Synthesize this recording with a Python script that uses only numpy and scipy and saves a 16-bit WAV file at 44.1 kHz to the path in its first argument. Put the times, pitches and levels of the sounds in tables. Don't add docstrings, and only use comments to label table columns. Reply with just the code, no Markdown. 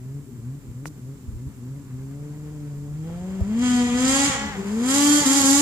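import sys
import numpy as np
from scipy import signal
from scipy.fft import rfft, irfft, next_fast_len
from scipy.io import wavfile
from scipy.ndimage import map_coordinates

SR = 44100
rng = np.random.default_rng(int(sys.argv[2]) if len(sys.argv) > 2 else 0)


def wav_out(sig):
    wavfile.write(sys.argv[1], SR, np.round(np.clip(np.atleast_2d(sig).T, -1, 1) * 32767).astype(np.int16))


N = 247401

# (open [s], shut [s], starting rate [Hz], ending rate [Hz])
BLIPS = [(0, 0.195, 121.7, 145.3), (0.415, 0.565, 112.5, 144), (0.744, 0.887, 116.4, 155.2),
         (1.012, 1.144, 122.3, 140.2), (1.359, 1.483, 110.8, 140.5), (1.601, 1.786, 118.1, 143.4)]
# (time [s], firing rate [Hz])
RIDE_SPEED = [(1.92, 125.9), (2.22, 146.2), (2.5, 151.3), (2.75, 142.7), (2.92, 146.6), (3.28, 187.6),
              (3.44, 193.6), (3.63, 249.1), (3.92, 241), (4.16, 274.5), (4.29, 285.6), (4.39, 218.6),
              (4.58, 194.6), (4.67, 197.9), (4.8, 233), (4.87, 256.8), (4.97, 284.4), (5.13, 294.6),
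              (5.22, 291.7), (5.26, 262.5), (5.37, 282), (5.44, 268.5), (5.61, 289.2)]
# (shut [s], open again [s])
LIFTS = [(4.279, 4.575), (4.611, 4.648), (5.205, 5.255), (5.42, 5.436)]
# (time [s], first harmonic [dB], second harmonic [dB])
DRONE_LEVELS = [(0.8, -33, -45), (1.3, -34.5, -45), (1.9, -33, -40), (2.48, -37.5, -49.5), (2.6, -35, -42),
                (3, -33.5, -45), (3.43, -32.5, -47), (3.63, -18, -49.5), (3.8, -19, -41), (4.22, -23, -32),
                (4.54, -32.5, -48.5), (4.6, -28.5, -32.5), (4.7, -28.5, -36), (4.9, -20.5, -36.5),
                (5.17, -18, -35), (5.28, -21, -36), (5.5, -19.5, -39.5)]
# (time [s], level [dB])
THIRD_HARMONIC = [(1.9, -56.5), (2.25, -54), (2.5, -52.5), (2.6, -54.5), (2.88, -51.5), (2.98, -60),
                  (3.08, -48), (3.45, -51)]
# (fourth harmonic [dB], fifth harmonic [dB])
FAR_HARMONICS = [-9.5, -14.5]
# (firing rate [Hz], bark [dB], rasp [dB])
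POWER_BAND = [(144.6, -72.5, -64), (159.6, -59, -61.5), (188.6, -61.5, -58), (223, -51.5, -52.5),
              (238.8, -41, -42), (250.45, -34.5, -33.5), (263.4, -30.5, -25.5), (283.7, -29.5, -26)]
# (frequency [Hz], relative level [dB])
BARK_COLOUR = [(480, -88.5), (650, -10), (740, 4.5), (880, 4), (1020, 1.5), (1500, -4.5), (1950, -1.5),
               (2600, -7), (3200, 0), (3900, -9), (7000, -41)]
RASP_COLOUR = [(2000, -57), (3500, -9), (4600, -4.5), (5500, -2.5), (6400, 1.5), (7300, 5.5), (8600, -7.5),
               (9600, -14), (10800, -9), (12600, -15), (13600, -37), (15500, -32)]
BURBLE_COLOUR = [(30, -34), (65, -9), (120, -4.5), (220, -3.5), (400, -15), (600, -37.5), (1200, -48)]
# (start [s], end [s])
CLOSING_IN = [4.3, 5.05]
# (frequency [Hz], left over right [dB])
BALANCE = [(130, 0), (270, 3), (450, 7.5), (700, -0.5), (1300, 6.5), (3000, -1.5), (6000, -0.5),
           (8000, -8.5), (12000, -14.5)]
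# (frequency [Hz], delay [s])
LEFT_DELAY = [(270, .00001), (850, .00003), (1200, 0.000091), (2100, 0.00012), (3500, .00014),
              (4700, 0.00021), (8000, 0.00021)]
# (frequency [Hz], gain [dB])
ECHO_COLOUR = [(150, -15.5), (290, -13.5), (550, -8.5), (850, -6.5), (1200, -8), (1900, -3.5), (3000, -14),
               (7000, -19)]
# (frequency [Hz], time to fade by 60 dB [s])
STREET_RING = [(200, 0.56), (1500, 0.93), (7000, 0.64), (14000, 0.04)]
# (frequency [Hz], relative level [dB])
TRACK_COLOUR = [(200, -34.5), (450, 5.5), (650, -4.5), (1000, -1), (1500, -5), (2200, -7.5), (3500, -16),
                (8000, -30)]
# (time [s], level [dB])
TRACK_LEVEL = [(0, -61.5), (1.3, -60.5), (2.2, -56.5), (2.95, -58), (3.15, -54), (3.6, -44.5), (4.2, -46),
               (4.55, -40.5), (5.61, -37.5)]
# (time [s], level [dB], pitch [Hz])
BUMPS = [(0.676, -33, 80.3), (1.272, -25, 71.1), (1.32, -28, 60.75), (1.346, -27, 62.56), (1.459, -28, 75),
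         (3.405, -13, 76.7)]
# (time [s], peak [dB], top of the main band [Hz], time to fade by 60 dB [s])
CLICKS = [(0.8564, -18.5, 2200, 0.014), (3.099, -33, 800, 0.025), (3.406, -29.5, 674.4, 0.026)]
# (frequency [Hz], relative level [dB])
TOWN_COLOUR = [(20, -7.5), (60, 4.5), (120, 6), (250, -19), (500, -27), (1000, -24.5), (2000, -40),
               (4000, -61), (9000, -66)]

OPEN_S, SHUT_S = 0.015, 0.017
STARVE_DB = -9.5
TOP_HZ = 15550


def snowmobile():
    rate_hz = firing_rate()
    turns = np.cumsum(rate_hz) / SR
    shut, starved = coasting()
    bark_db, rasp_db = pipe_power(rate_hz)
    first_db = curves(DRONE_LEVELS)[0] + blip_swell() - 6.5 * shut + STARVE_DB * starved
    low = drone(turns, first_db, shut, starved) + burble(turns, first_db, bark_db, shut, starved)
    bark = pipe_bark(turns, bark_db - 3.4 * shut)
    rasp = pipe_rasp(turns, rasp_db - 8.6 * shut)
    exhaust = low + amp(-2.5) * bark + amp(-4) * rasp
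    extra_echo = (amp(2) - 1) * (1 - nearness()) * bark
    direct = filtered(exhaust + house_echo(exhaust + extra_echo, delay_s=.215), stereo_delay)
    scattered = trees(bark, tail_db=-4.5, near_db=-7.5) + trees(rasp, tail_db=-4, near_db=-3)
    scattered += trees(low, tail_db=-21, near_db=-35)
    return filtered(direct + scattered, lambda f: amp(along(BALANCE, f) * np.array([[.5], [-.5]])))


def firing_rate():
    blips = [point for start, end, low, high in BLIPS for point in ((start, low), (end, high))]
    return curves(blips + list(RIDE_SPEED))[0]


def coasting():
    t = clock()
    next_open = [blip[0] for blip in BLIPS[1:]] + [RIDE_SPEED[0][0]]
    pauses = [(blip[1], again) for blip, again in zip(BLIPS, next_open)] + list(LIFTS)
    shut, starved = np.zeros((2, N))
    for start, end in pauses:
        closed = ramp(t - start, SHUT_S) * ramp(end - t, OPEN_S)
        shut += closed
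        starved += closed * np.exp(-((t - start - .053) / .025) ** 2)
    return shut, starved


def pipe_power(rate_hz, lag_s=.016):
    hz, bark_db, rasp_db = np.transpose(POWER_BAND)
    late_hz = np.interp(clock() - lag_s, clock(), rate_hz)
    return np.interp(late_hz, hz, bark_db), np.interp(late_hz, hz, rasp_db)


def blip_swell(dip_db=-6, swell_s=.064):
    dips = [np.interp(clock(), [start - OPEN_S, start, start + swell_s], [0, 1, 0]) for start, *_ in BLIPS]
    return dip_db * sum(dips)


def nearness():
    return np.interp(clock(), CLOSING_IN, [0, 1])


def drone(turns, first_db, shut, starved):
    upper_db = -6 * shut + .2 * STARVE_DB * starved
    second_db = curves(DRONE_LEVELS)[1] + upper_db
    third_db = curves(THIRD_HARMONIC)[0] + upper_db
    haze_db = np.interp(clock(), [1.8, 2.3], [-2, 0])
    far = np.interp(clock(), [3.4, 3.7], [1, 0])
    far_levels = [third_db] + [third_db + haze_db + db for db in FAR_HARMONICS]
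    gains = [amp(first_db + 1.34 * wobble(14)), amp(second_db + (4 - far) * wobble(15))]
    gains += [far * amp(db + 2.96 * wobble(11)) for db in far_levels]
    flutter = .5 + .4 * far + 1.8 * shut
    stumble = (.043 + .028 * far + .23 * shut) * wobble(45)
    phase = 2 * np.pi * turns + stumble
    return np.sqrt(2) * sum(gain * amp(np.sqrt(k) * flutter * wobble(70)) * np.sin(k * phase)
                            for k, gain in enumerate(gains, 1))


def burble(turns, first_db, bark_db, shut, starved):
    misfires = coloured(firings(turns, scatter_s=.003, uneven_db=2.5), BURBLE_COLOUR)
    base_gain = amp(-51.5) + amp(first_db - 24)
    coast_gain = amp(-51) + amp(bark_db - 4.5)
    return (base_gain + shut * (1 - starved) * coast_gain) * misfires


def pipe_bark(turns, level_db):
    fronts = unit(firings(turns, scatter_s=.00003, uneven_db=1.3))
    bark = coloured(fronts + .2 * gas_puffs(turns), BARK_COLOUR)
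    nasal = .49 * (1 - nearness()) * resonance(bark, hz=2210, width_hz=970)
    return distance_gain() * amp(level_db) * (bark + nasal)


def pipe_rasp(turns, level_db, air_hz=10500):
    near = nearness()
    fronts = unit(firings(turns, scatter_s=.000012, uneven_db=2.5))
    bright = coloured(fronts + (.7 - .25 * near) * gas_puffs(turns), RASP_COLOUR)
    dull = filtered(bright, lambda f: 1 / np.sqrt(1 + (f / air_hz) ** 8))
    closer_db = .5 * near + 6.5 * np.maximum(clock() - CLOSING_IN[1], 0)
    sizzle = near * amp(-46)
    return distance_gain() * (amp(level_db + closer_db) + sizzle) * (dull + near * (bright - dull))


def firings(turns, scatter_s, uneven_db):
    at = np.interp(np.arange(1, int(turns[-1])), turns, np.arange(N))
    late, size = rng.standard_normal((len(at), 2)).T
    return pulses(at + scatter_s * SR * late, amp(uneven_db * size))


def gas_puffs(turns):
    puff = .25 + np.exp(-(turns % 1) / .3)
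    return unit(puff * rng.standard_normal(N))


def distance_gain():
    return amp(np.interp(clock(), [1.8, 3.1], [-7, 0]))


def house_echo(x, delay_s):
    return filtered(x, lambda f: amp(along(ECHO_COLOUR, f)) * np.exp(-2j * np.pi * f * delay_s))


def trees(x, tail_db, near_db):
    hz, t, noise = signal.stft(rng.standard_normal((2, SR * 3 // 4)), SR, nperseg=256)
    fade = amp(-60 * t / along(STREET_RING, hz)[:, None])
    tail = signal.istft(noise * fade, SR, nperseg=256)[1]
    age = np.arange(tail.shape[1]) / SR
    near = rng.standard_normal(tail.shape) * amp(-60 * age / .039)
    answer = amp(tail_db) * tail / np.linalg.norm(tail[0]) + amp(near_db) * near / np.linalg.norm(near[0])
    return signal.fftconvolve(x[None], answer, axes=1)[:, :N]


def track():
    shared, left, right = [wavering_noise(TRACK_COLOUR, depth_db=1.65, rate=25) for _ in range(3)]
    grind = unit(filtered(shared, stereo_delay) + .92 * np.array([left, right]))
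    return amp(curves(TRACK_LEVEL)[0]) * grind * amp([[1.2], [-1.2]])


def bumps():
    t = clock()
    skew = np.array([[.5], [-.5]])
    out = np.zeros((2, N))
    for start, db, hz in BUMPS:
        push = np.sin(np.pi * np.clip((t - start) / .035, 0, 1)) ** 2
        out += amp(db) * push * np.sin(2 * np.pi * hz * (t - start) + skew)
    return out


def clicks():
    t = clock()
    out = np.zeros((2, N))
    for start, db, top_hz, fade_s in CLICKS:
        burst = (t >= start) * amp(-60 * np.abs(t - start) / fade_s) * rng.standard_normal((2, N))
        knock = 7 * (np.arange(N) == round(start * SR))
        body = signal.butter(3, [420, top_hz], "band", fs=SR, output="sos")
        crack = .11 * (top_hz / 2300) ** 2 * burst
        click = signal.sosfilt(body, burst + knock) + crack
        out += amp(db) * click / np.abs(click).max()
    swish = np.interp(t, [.857, .869, .882, .889], [.0081, .86, .48, .04])
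    hiss = unit(resonance(rng.standard_normal((2, N)), hz=6270, width_hz=2800))
    return out + amp(-40) * swish * hiss * amp([[-3], [2]])


def town_rumble():
    shared, left, right = [wavering_noise(TOWN_COLOUR, depth_db=.53, rate=6.9) for _ in range(3)]
    breeze = amp(np.interp(clock(), [2, 3.1, 4.3, 5.1], [-48, -42, -38.5, -47.5]))
    return breeze * unit(shared + 1.3 * np.array([left, right]))


def microphone_hiss():
    hiss = rng.standard_normal((2, N))
    left = amp(-71.5) * unit(resonance(hiss[0], hz=6000, width_hz=1500))
    right = amp(-58.5) * unit(resonance(hiss[1], hz=7400, width_hz=790))
    return np.array([left, right]) + amp(-60) * rng.standard_normal((2, N))


def stereo_delay(f):
    return np.exp(-1j * np.pi * f * along(LEFT_DELAY, f) * np.array([[1], [-1]]))


def amp(db):
    return 10 ** (np.asarray(db) / 20)


def unit(x):
    return x / np.sqrt(np.mean(x ** 2) + 1e-20)


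def clock():
    return np.arange(N) / SR


def ramp(since_s, length_s):
    return np.clip(.5 + since_s / length_s, 0, 1)


def along(points, hz):
    f, values = np.transpose(points)
    return np.interp(np.log(hz + 1), np.log(f + 1), values)


def curves(rows):
    times, *columns = np.transpose(rows)
    return [np.interp(clock(), times, column) for column in columns]


def wobble(rate):
    return map_coordinates(rng.standard_normal(int(N * rate / SR) + 4), [clock() * rate])


def wavering_noise(colour, depth_db, rate):
    return coloured(rng.standard_normal(N), colour) * amp(depth_db * wobble(rate))


def filtered(x, response):
    size = next_fast_len(N + SR // 2)
    return irfft(rfft(x, size) * response(np.fft.rfftfreq(size, 1 / SR)), size)[..., :N]


def coloured(x, colour, size=4096):
    cepstrum = irfft(np.log(amp(along(colour, np.fft.rfftfreq(size, 1 / SR)))))
    cepstrum[1:size // 2] *= 2
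    cepstrum[size // 2 + 1:] = 0
    ring = irfft(np.exp(rfft(cepstrum)))
    return unit(signal.fftconvolve(x, ring)[:N])


def resonance(x, hz, width_hz):
    return filtered(x, lambda f: 1j * f * width_hz / (hz * hz - f * f + 1j * f * width_hz))


def pulses(at, sizes):
    taps = np.floor(at).astype(int)[:, None] + np.arange(-7, 9)
    gap = taps - at[:, None]
    shape = np.sinc(gap) * np.cos(np.pi * gap / 16) ** 2
    return np.bincount(np.clip(taps, 0, N).ravel(), (sizes[:, None] * shape).ravel(), N + 1)[:N]


def scene():
    return snowmobile() + track() + town_rumble() + microphone_hiss() + bumps() + clicks()


def record(dry):
    return filtered(dry, lambda hz: hz < TOP_HZ)


dry = scene()
out = record(dry)
wav_out(out)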